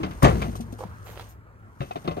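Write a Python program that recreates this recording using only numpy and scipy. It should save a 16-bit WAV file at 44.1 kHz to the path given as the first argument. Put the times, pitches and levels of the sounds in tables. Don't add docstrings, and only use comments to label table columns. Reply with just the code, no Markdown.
import sys
import numpy as np
from scipy import signal
from scipy.fft import rfft, irfft, next_fast_len
from scipy.io import wavfile
from scipy.ndimage import uniform_filter1d

SR = 44100
rng = np.random.default_rng(int(sys.argv[2]) if len(sys.argv) > 2 else 0)


def materialize(psi):
    bounded = np.clip(np.atleast_2d(psi).T, -1, 1)
    quanta = np.round(bounded * 32767).astype(np.int16)
    wavfile.write(sys.argv[1], SR, quanta)


N = 97020
T = np.arange(N) / SR

# start_s, boom_db, clatter_db, crack_db
LATCH_BLOWS = [(0.222, -23.5, -17, -31.5), (.232, -9.5, -13.5, -26), (.243, -15, -13, -22),
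               (0.247, -19.5, -14.5, -20), (0.262, -21.5, -16, -33), (0.28, -18.5, -20.5, -30.5)]
BLOW_RISE_S, BOOM_T60_S, CLATTER_T60_S, CRACK_T60_S = 0.0016, 0.18, 0.16, 0.13
# freq_hz, level_db
BOOM_SPECTRUM = [(30, -22.5), (50, -3.5), (100, -4.5), (160, -1), (230, -7.5), (400, -12.5), (900, -68.5)]
# freq_hz, level_db
CLATTER_SPECTRUM = [(80, -47), (250, -13), (350, -2), (680, -2.5), (950, -7), (1300, -8.5), (2000, -27),
                    (4000, -60.5)]
# freq_hz, level_db
CRACK_SPECTRUM = [(500, -29.5), (1300, -9.5), (1850, 7), (2600, 1.5), (3200, -2.5), (3800, -8.5),
                  (5000, -12), (6500, -12), (8000, -16.5), (15000, -39)]
# pitch_hz, level_db, t60_s
PANEL_MODES = [(59.7, -20, 1.18), (86, -24, 0.63), (105.5, -33.5, 4.5), (123.7, -11, 0.22),
               (168.8, -17.5, 0.33), (191.3, -29, 1), (228.8, -33, 1.3), (344, -29, 1), (385, -30.5, 0.63),
               (446.5, -31, 0.8), (504.6, -29.5, 0.6), (561, -24, .25), (910, -31.5, 0.17)]
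PANEL_START_S, PANEL_RISE_S = 0.231, 0.006
# start_s, level_db
BED_JOLTS = [(0, -33.5), (0.234, -17)]
BED_T60_S = 0.84
# freq_hz, level_db
BED_SPECTRUM = [(30, -12.5), (55, -7.5), (150, 0.5), (250, -9.5), (500, -19), (1000, -23.5), (2500, -35.5),
                (15000, -60)]

# pitch_hz, level_db, t60_s
STEEL_MODES = [(1065, 9, .2), (1790, -2, 0.083), (2040, -10.5, 0.35), (2540, -5, 0.093), (3686, 0.5, 0.07),
               (4540, -20.5, 0.018)]
STEEL_BLOW_DB, STEEL_KNOCK_DB, STEEL_RISE_S = -10, -14, 0.0024

# start_s, pitch_hz, tone_db, tone_t60_s, body_db, crunch_db, noise_t60_s
GATE_KNOCKS = [(.001, 317, -24, 0.25, -39, -47.5, 0.091), (.031, 298, -18, 0.068, -28.5, -28.5, 0.12),
               (0.038, 185.3, -27, 0.27, -35, -57, 0.3), (0.109, 123, -34, 0.064, -68, -42.5, 0.15),
               (.281, 161.5, -16, 0.1, -28.5, -43, 0.055), (.416, 358, -42, 0.034, -26, -29, 0.16),
               (.45, 141, -22, 0.059, -31.5, -60, .12), (.479, 233, -25, 0.16, -37, -50, 0.1),
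               (.553, 1120, -23.5, 0.022, -32, -67, .06), (.599, 230, -25, 0.16, -37, -56, 0.091),
               (.727, 242, -21, 0.037, -38, -79.5, 0.098), (.851, 183, -28, 0.065, -36, -68, .05),
               (1.805, 136, -18.5, 0.1, -38, -32, 0.034), (1.813, 555, -26.5, 0.091, -34, -39.5, 0.18),
               (1.909, 750, -20, 0.045, -39, -37, 0.083), (1.957, 678, -13.5, 0.026, -27.5, -37, 0.1),
               (2.045, 158, -35, 0.29, -36.5, -48.5, 0.37), (2.076, 361.5, -20, 0.097, -26, -26, 0.062),
               (2.082, 165.4, -22.5, 0.19, -22.5, -43, 0.063), (2.109, 590, -29.5, 0.14, -31, -36.5, 0.11),
               (2.167, 591, -24, 0.076, -28.5, -43.5, 0.18)]
KNOCK_RISE_S = 0.0012
# freq_hz, level_db
BODY_SPECTRUM = [(90, -26), (150, 5), (350, 7.5), (550, 2), (740, 6.5), (900, -14.5), (1250, -9.5),
                 (2200, -39.5)]
# freq_hz, level_db
CRUNCH_SPECTRUM = [(400, -17.5), (1200, 16.5), (1800, 6), (2600, 8.5), (3150, 4.5), (4300, -2.5),
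                   (5600, -6), (12000, -44)]
# start_s, pitch_hz, level_db, t60_s
SQUEAK_EVENTS = [(.031, 2099, -31.5, 0.043), (0.423, 2380, -20.5, 0.031), (1.806, 2663, -40.5, 0.19),
                 (1.912, 2570, -38, .06), (2.075, 4256, -34, 0.032)]
SQUEAK_RISE_S, SQUEAK_TREMBLE = 0.003, 0.025

# start_s, level_db
SNOW_CREAKS = [(.789, -36.5), (.806, -31), (.816, -37.5), (0.825, -35), (.836, -30)]
CREAK_RISE_S, GRIT_T60_S, GRIT_DB = 0.0007, 0.035, 3
# pitch_hz, level_db, t60_s
SOLE_MODES = [(511, 0, 0.052), (820, 1, 0.028)]
# freq_hz, level_db
GRIT_SPECTRUM = [(200, -6), (500, 12), (900, 1), (1150, 1.5), (1600, -14.5), (3000, -21), (15000, -36.5)]
# start_s, level_db, rise_s, t60_s
SNOW_SCUFFS = [(.83, -51, 0.013, 0.46), (1.055, -42, 0.016, 0.52), (1.15, -39, 0.018, 0.35)]
# start_s, level_db
CRUST_SNAPS = [(1.174, -36.5), (1.1958, -29), (1.209, -34), (1.2193, -35.5)]
SNAP_RISE_S, SNAP_T60_S = 0.0003, 0.016
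# freq_hz, level_db
SNOW_SPECTRUM = [(200, -16), (450, 5), (850, 3), (1300, -1.5), (2500, -7), (4500, -11.5), (7000, -27),
                 (15000, -25)]
# start_s, level_db, rise_s, t60_s
POWDER_HISSES = [(1.04, -44, 0.043, .4), (1.285, -44, 0.014, 0.12)]
# freq_hz, level_db
POWDER_SPECTRUM = [(4000, -38), (6500, -3), (9000, -12), (10500, -12), (13000, 0), (15500, -10.5)]

# start_s, level_db, rise_s, t60_s
BRIGHT_BURSTS = [(.108, -50, 0.00087, 0.042), (.227, -25, 0.00079, 0.082), (.415, -42.5, 0.0033, 0.098),
                 (.554, -43, 0.0012, 0.12), (.607, -43.5, .0003, 0.086), (.722, -44, 0.0058, 0.073),
                 (.78, -42.5, 0.026, 0.19)]
# time_s, level_db
RUSTLE_LEVEL = [(0, -61.5), (.2, -58.5), (.3, -49.5), (.5, -55), (.68, -65.5), (.95, -67), (1.2, -58),
                (1.32, -62.5), (1.38, -96), (1.78, -73.5), (1.81, -59.5), (2.2, -63.5)]
# freq_hz, level_db
BRIGHT_SPECTRUM = [(800, -25), (3000, 3), (5000, -0.5), (6400, 3.5), (7500, -6), (8800, 5), (10500, -8),
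                   (13500, -1), (16000, -31.5)]
# freq_hz, level_db
AIR_SPECTRUM = [(30, -24), (52, -2.5), (90, -5), (140, -13), (300, -18.5), (700, -24), (1380, -23.5),
                (1650, -27), (3600, -52), (15000, -56)]
# time_s, level_db
AIR_LEVEL_CURVE = [(0, -38.5), (.7, -46.5), (.95, -43), (1.45, -49.5), (1.75, -49.5), (2.2, -41)]

# freq_hz, left_lead_ms
TRUCK_LEAD = [(550, 0.62), (1200, 0.4676)]
# freq_hz, left_lead_ms
BOOT_LEAD = [(1000, -0.069)]
# freq_hz, left_lead_ms
BRIGHT_LEAD = [(6000, 0.41), (10500, 0.011)]
# freq_hz, power_share
COMMON_SHARE = [(100, 0.98), (1200, 0.6), (2500, 0.35), (8000, 1)]
# freq_hz, power_share
BRIGHT_COMMON_SHARE = [(3000, 0.74), (9000, 0.13), (12000, 1)]
# freq_hz, left_minus_right_db
LEFT_SHADING = [(60, 2), (130, 5.5), (280, 1.5), (550, 6), (1100, 3), (2200, 0.5), (4000, 4), (7000, 6),
                (12000, -1.5)]
# delay_ms, high_frequency_gain
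NEAR_ECHOES = [(1.9, 0.036), (4.3, 0.1), (7.1, 0.027)]
MIC_SPACING_S = 0.00047
HALF_SPLIT = np.array([[0.5], [-0.5]])

LOW_CUT_HZ, TOP_HZ = 36, 15800
HEADROOM = 0.75


def amp(db):
    return 10 ** (np.asarray(db) / 20)


def unit(x):
    return x / np.sqrt(np.mean(x ** 2) + 1e-20)


def along(points, hz):
    f, v = np.transpose(points)
    return np.interp(np.log(hz + 1), np.log(f + 1), v)


def level_curve(points):
    return amp(np.interp(T, *np.transpose(points)))


def filtered(x, response):
    m = next_fast_len(N + 8192)
    return irfft(rfft(x, m) * response(np.fft.rfftfreq(m, 1 / SR)), m)[..., :N]


def struck(start_s, rise_s, t60_s):
    t = np.maximum(T - start_s, 0)
    return (1 - np.exp(-t / rise_s)) * 10 ** (-3 * t / t60_s)


def ring(start_s, hz, db, rise_s, t60_s):
    return amp(db) * struck(start_s, rise_s, t60_s) * np.sin(2 * np.pi * hz * (T - start_s))


def bursts(rows):
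    return np.sqrt(sum((amp(db) * struck(s, rise, t60)) ** 2 for s, db, rise, t60 in rows))


def panned(x, left_db):
    return x * amp(HALF_SPLIT * left_db)


def arriving(x, lead):
    return filtered(x, lambda hz: np.exp(2j * np.pi * HALF_SPLIT * hz * along(lead, hz) / 1000))


def texture(spectrum, lead, spiky_db, rate_hz=2500, common=COMMON_SHARE):
    steps = amp(spiky_db * np.clip(rng.standard_normal(N), -2, 2))
    size = steps[(T * min(rate_hz, SR)).astype(int)]
    common_noise, mid_noise, side_noise = unit(rng.standard_normal((3, N)) * size)

    def share(hz):
        return np.clip(along(common, hz), 0, 1)

    def scatter(hz):
        alike = np.sinc(2 * hz * MIC_SPACING_S)
        return np.sqrt((1 - share(hz)) * np.array([1 + alike, 1 - alike]) / 2)

    mid, side = filtered(np.array([mid_noise, side_noise]), scatter)
    common_pair = filtered(arriving(common_noise, lead), lambda hz: np.sqrt(share(hz)))
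    pair = common_pair + np.array([mid + side, mid - side])
    return unit(filtered(pair, lambda hz: amp(along(spectrum, hz))))


def patchy(x, depth_db):
    z = signal.stft(x, nperseg=1024)[2]
    field = uniform_filter1d(rng.standard_normal(z.shape[1:]), size=5, axis=0)
    field = unit(uniform_filter1d(field, size=5, axis=1))
    return unit(signal.istft(z * amp(depth_db * field), nperseg=1024)[1][:, :N])


def thump():
    boom_env = bursts([(s, db, BLOW_RISE_S, BOOM_T60_S) for s, db, _, _ in LATCH_BLOWS])
    boom = boom_env * texture(BOOM_SPECTRUM, TRUCK_LEAD, spiky_db=0.5)
    clatter_env = bursts([(s, db, BLOW_RISE_S, CLATTER_T60_S) for s, _, db, _ in LATCH_BLOWS])
    clatter = clatter_env * texture(CLATTER_SPECTRUM, TRUCK_LEAD, spiky_db=3)
    crack_env = bursts([(s, db, BLOW_RISE_S, CRACK_T60_S) for s, _, _, db in LATCH_BLOWS])
    crack = crack_env * texture(CRACK_SPECTRUM, TRUCK_LEAD, spiky_db=4, rate_hz=1000)
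    modes = sum(ring(PANEL_START_S, hz, db, PANEL_RISE_S, t60) for hz, db, t60 in PANEL_MODES)
    panel = arriving(modes, TRUCK_LEAD)
    bed_env = bursts([(s, db, PANEL_RISE_S, BED_T60_S) for s, db in BED_JOLTS])
    bed = bed_env * texture(BED_SPECTRUM, TRUCK_LEAD, spiky_db=3, rate_hz=200)
    return boom + clatter + crack + panel + bed


def fittings():
    contacts = [(s, crack_db + STEEL_BLOW_DB) for s, _, _, crack_db in LATCH_BLOWS]
    contacts += [(s, crunch_db + STEEL_KNOCK_DB) for s, *_, crunch_db, _ in GATE_KNOCKS]
    hz, level_db, t60_s = np.transpose(STEEL_MODES)[:, :, None]
    out = np.zeros(N + SR)
    t = T[:SR // 4]
    rise = 1 - np.exp(-t / STEEL_RISE_S)
    for start_s, db in contacts:
        balance, cycles = rng.standard_normal((2, len(STEEL_MODES), 1))
        decay = amp(db + level_db + 2 * balance) * 10 ** (-3 * t / t60_s)
        modes = decay * np.sin(2 * np.pi * (hz * t + cycles))
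        first = max(round(start_s * SR), 0)
        out[first:][:len(t)] += modes.sum(0) * rise
    return arriving(out[:N], TRUCK_LEAD)


def knocks():
    tones = sum(ring(s, hz, db, KNOCK_RISE_S, t60) for s, hz, db, t60, *_ in GATE_KNOCKS)
    body_env = bursts([(s, db, KNOCK_RISE_S, t60) for s, *_, db, _, t60 in GATE_KNOCKS])
    body = body_env * texture(BODY_SPECTRUM, TRUCK_LEAD, spiky_db=-1.0)
    crunch_env = bursts([(s, db, KNOCK_RISE_S, t60) for s, *_, db, t60 in GATE_KNOCKS])
    crunch = crunch_env * texture(CRUNCH_SPECTRUM, TRUCK_LEAD, spiky_db=4, rate_hz=1500)
    return arriving(tones, TRUCK_LEAD) + body + crunch


def squeaks():
    out = np.zeros(N)
    for start_s, hz, db, t60_s in SQUEAK_EVENTS:
        tremble = unit(uniform_filter1d(rng.standard_normal(N), size=60))
        phase = 2 * np.pi * np.cumsum(hz * (1 + SQUEAK_TREMBLE * tremble)) / SR
        out += amp(db) * struck(start_s, SQUEAK_RISE_S, t60_s) * np.sin(phase)
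    return arriving(out, TRUCK_LEAD)


def boots():
    slips = sum(ring(s, hz, db + mode_db, CREAK_RISE_S, t60)
                for s, db in SNOW_CREAKS for hz, mode_db, t60 in SOLE_MODES)
    grit_env = bursts([(s, db + GRIT_DB, CREAK_RISE_S, GRIT_T60_S) for s, db in SNOW_CREAKS])
    grit = grit_env * texture(GRIT_SPECTRUM, BOOT_LEAD, spiky_db=3)
    creaks = arriving(slips, BOOT_LEAD) + grit
    scuffs = bursts(SNOW_SCUFFS) * texture(SNOW_SPECTRUM, BOOT_LEAD, spiky_db=4.5, rate_hz=1200)
    snap_env = bursts([(s, db, SNAP_RISE_S, SNAP_T60_S) for s, db in CRUST_SNAPS])
    snaps = snap_env * texture(SNOW_SPECTRUM, BOOT_LEAD, spiky_db=1)
    hiss = texture(POWDER_SPECTRUM, BOOT_LEAD, spiky_db=5.0, common=BRIGHT_COMMON_SHARE)
    powder = bursts(POWDER_HISSES) * hiss
    return panned(creaks, left_db=-3.5) + panned(scuffs + snaps, left_db=-5.5) + powder


def snap_and_jacket():
    level = np.hypot(bursts(BRIGHT_BURSTS), level_curve(RUSTLE_LEVEL))
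    noise = texture(BRIGHT_SPECTRUM, BRIGHT_LEAD, spiky_db=2.7, rate_hz=700, common=BRIGHT_COMMON_SHARE)
    return level * noise


def air():
    lead = [(100, 0.94), (1000, 0.27)]  # freq_hz, left_lead_ms
    rumble = patchy(texture(AIR_SPECTRUM, lead, spiky_db=2), depth_db=2.2)
    return level_curve(AIR_LEVEL_CURVE) * rumble


def from_left(x):
    return filtered(x, lambda hz: amp(HALF_SPLIT * along(LEFT_SHADING, hz)))


def echoed(x):
    def comb(hz):
        size = hz / np.hypot(hz, 900)
        echoes = sum(gain * np.exp(-2j * np.pi * hz * ms / 1000) for ms, gain in NEAR_ECHOES)
        power = 1 + size ** 2 * sum(gain * gain for _, gain in NEAR_ECHOES)
        return (1 + size * echoes) / np.sqrt(power)
    return filtered(x, comb)


def scene():
    left = from_left(thump() + fittings() + knocks() + squeaks() + snap_and_jacket())
    return echoed(left + boots()) + air()


def record(dry):
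    low_cut = signal.butter(2, LOW_CUT_HZ, 'high', fs=SR, output='sos')
    x = signal.sosfilt(low_cut, dry)
    x = x / (1 + np.abs(x / HEADROOM) ** 8) ** (1 / 8)
    return filtered(x, lambda hz: hz < TOP_HZ)


dry = scene()
out = record(dry)
materialize(out)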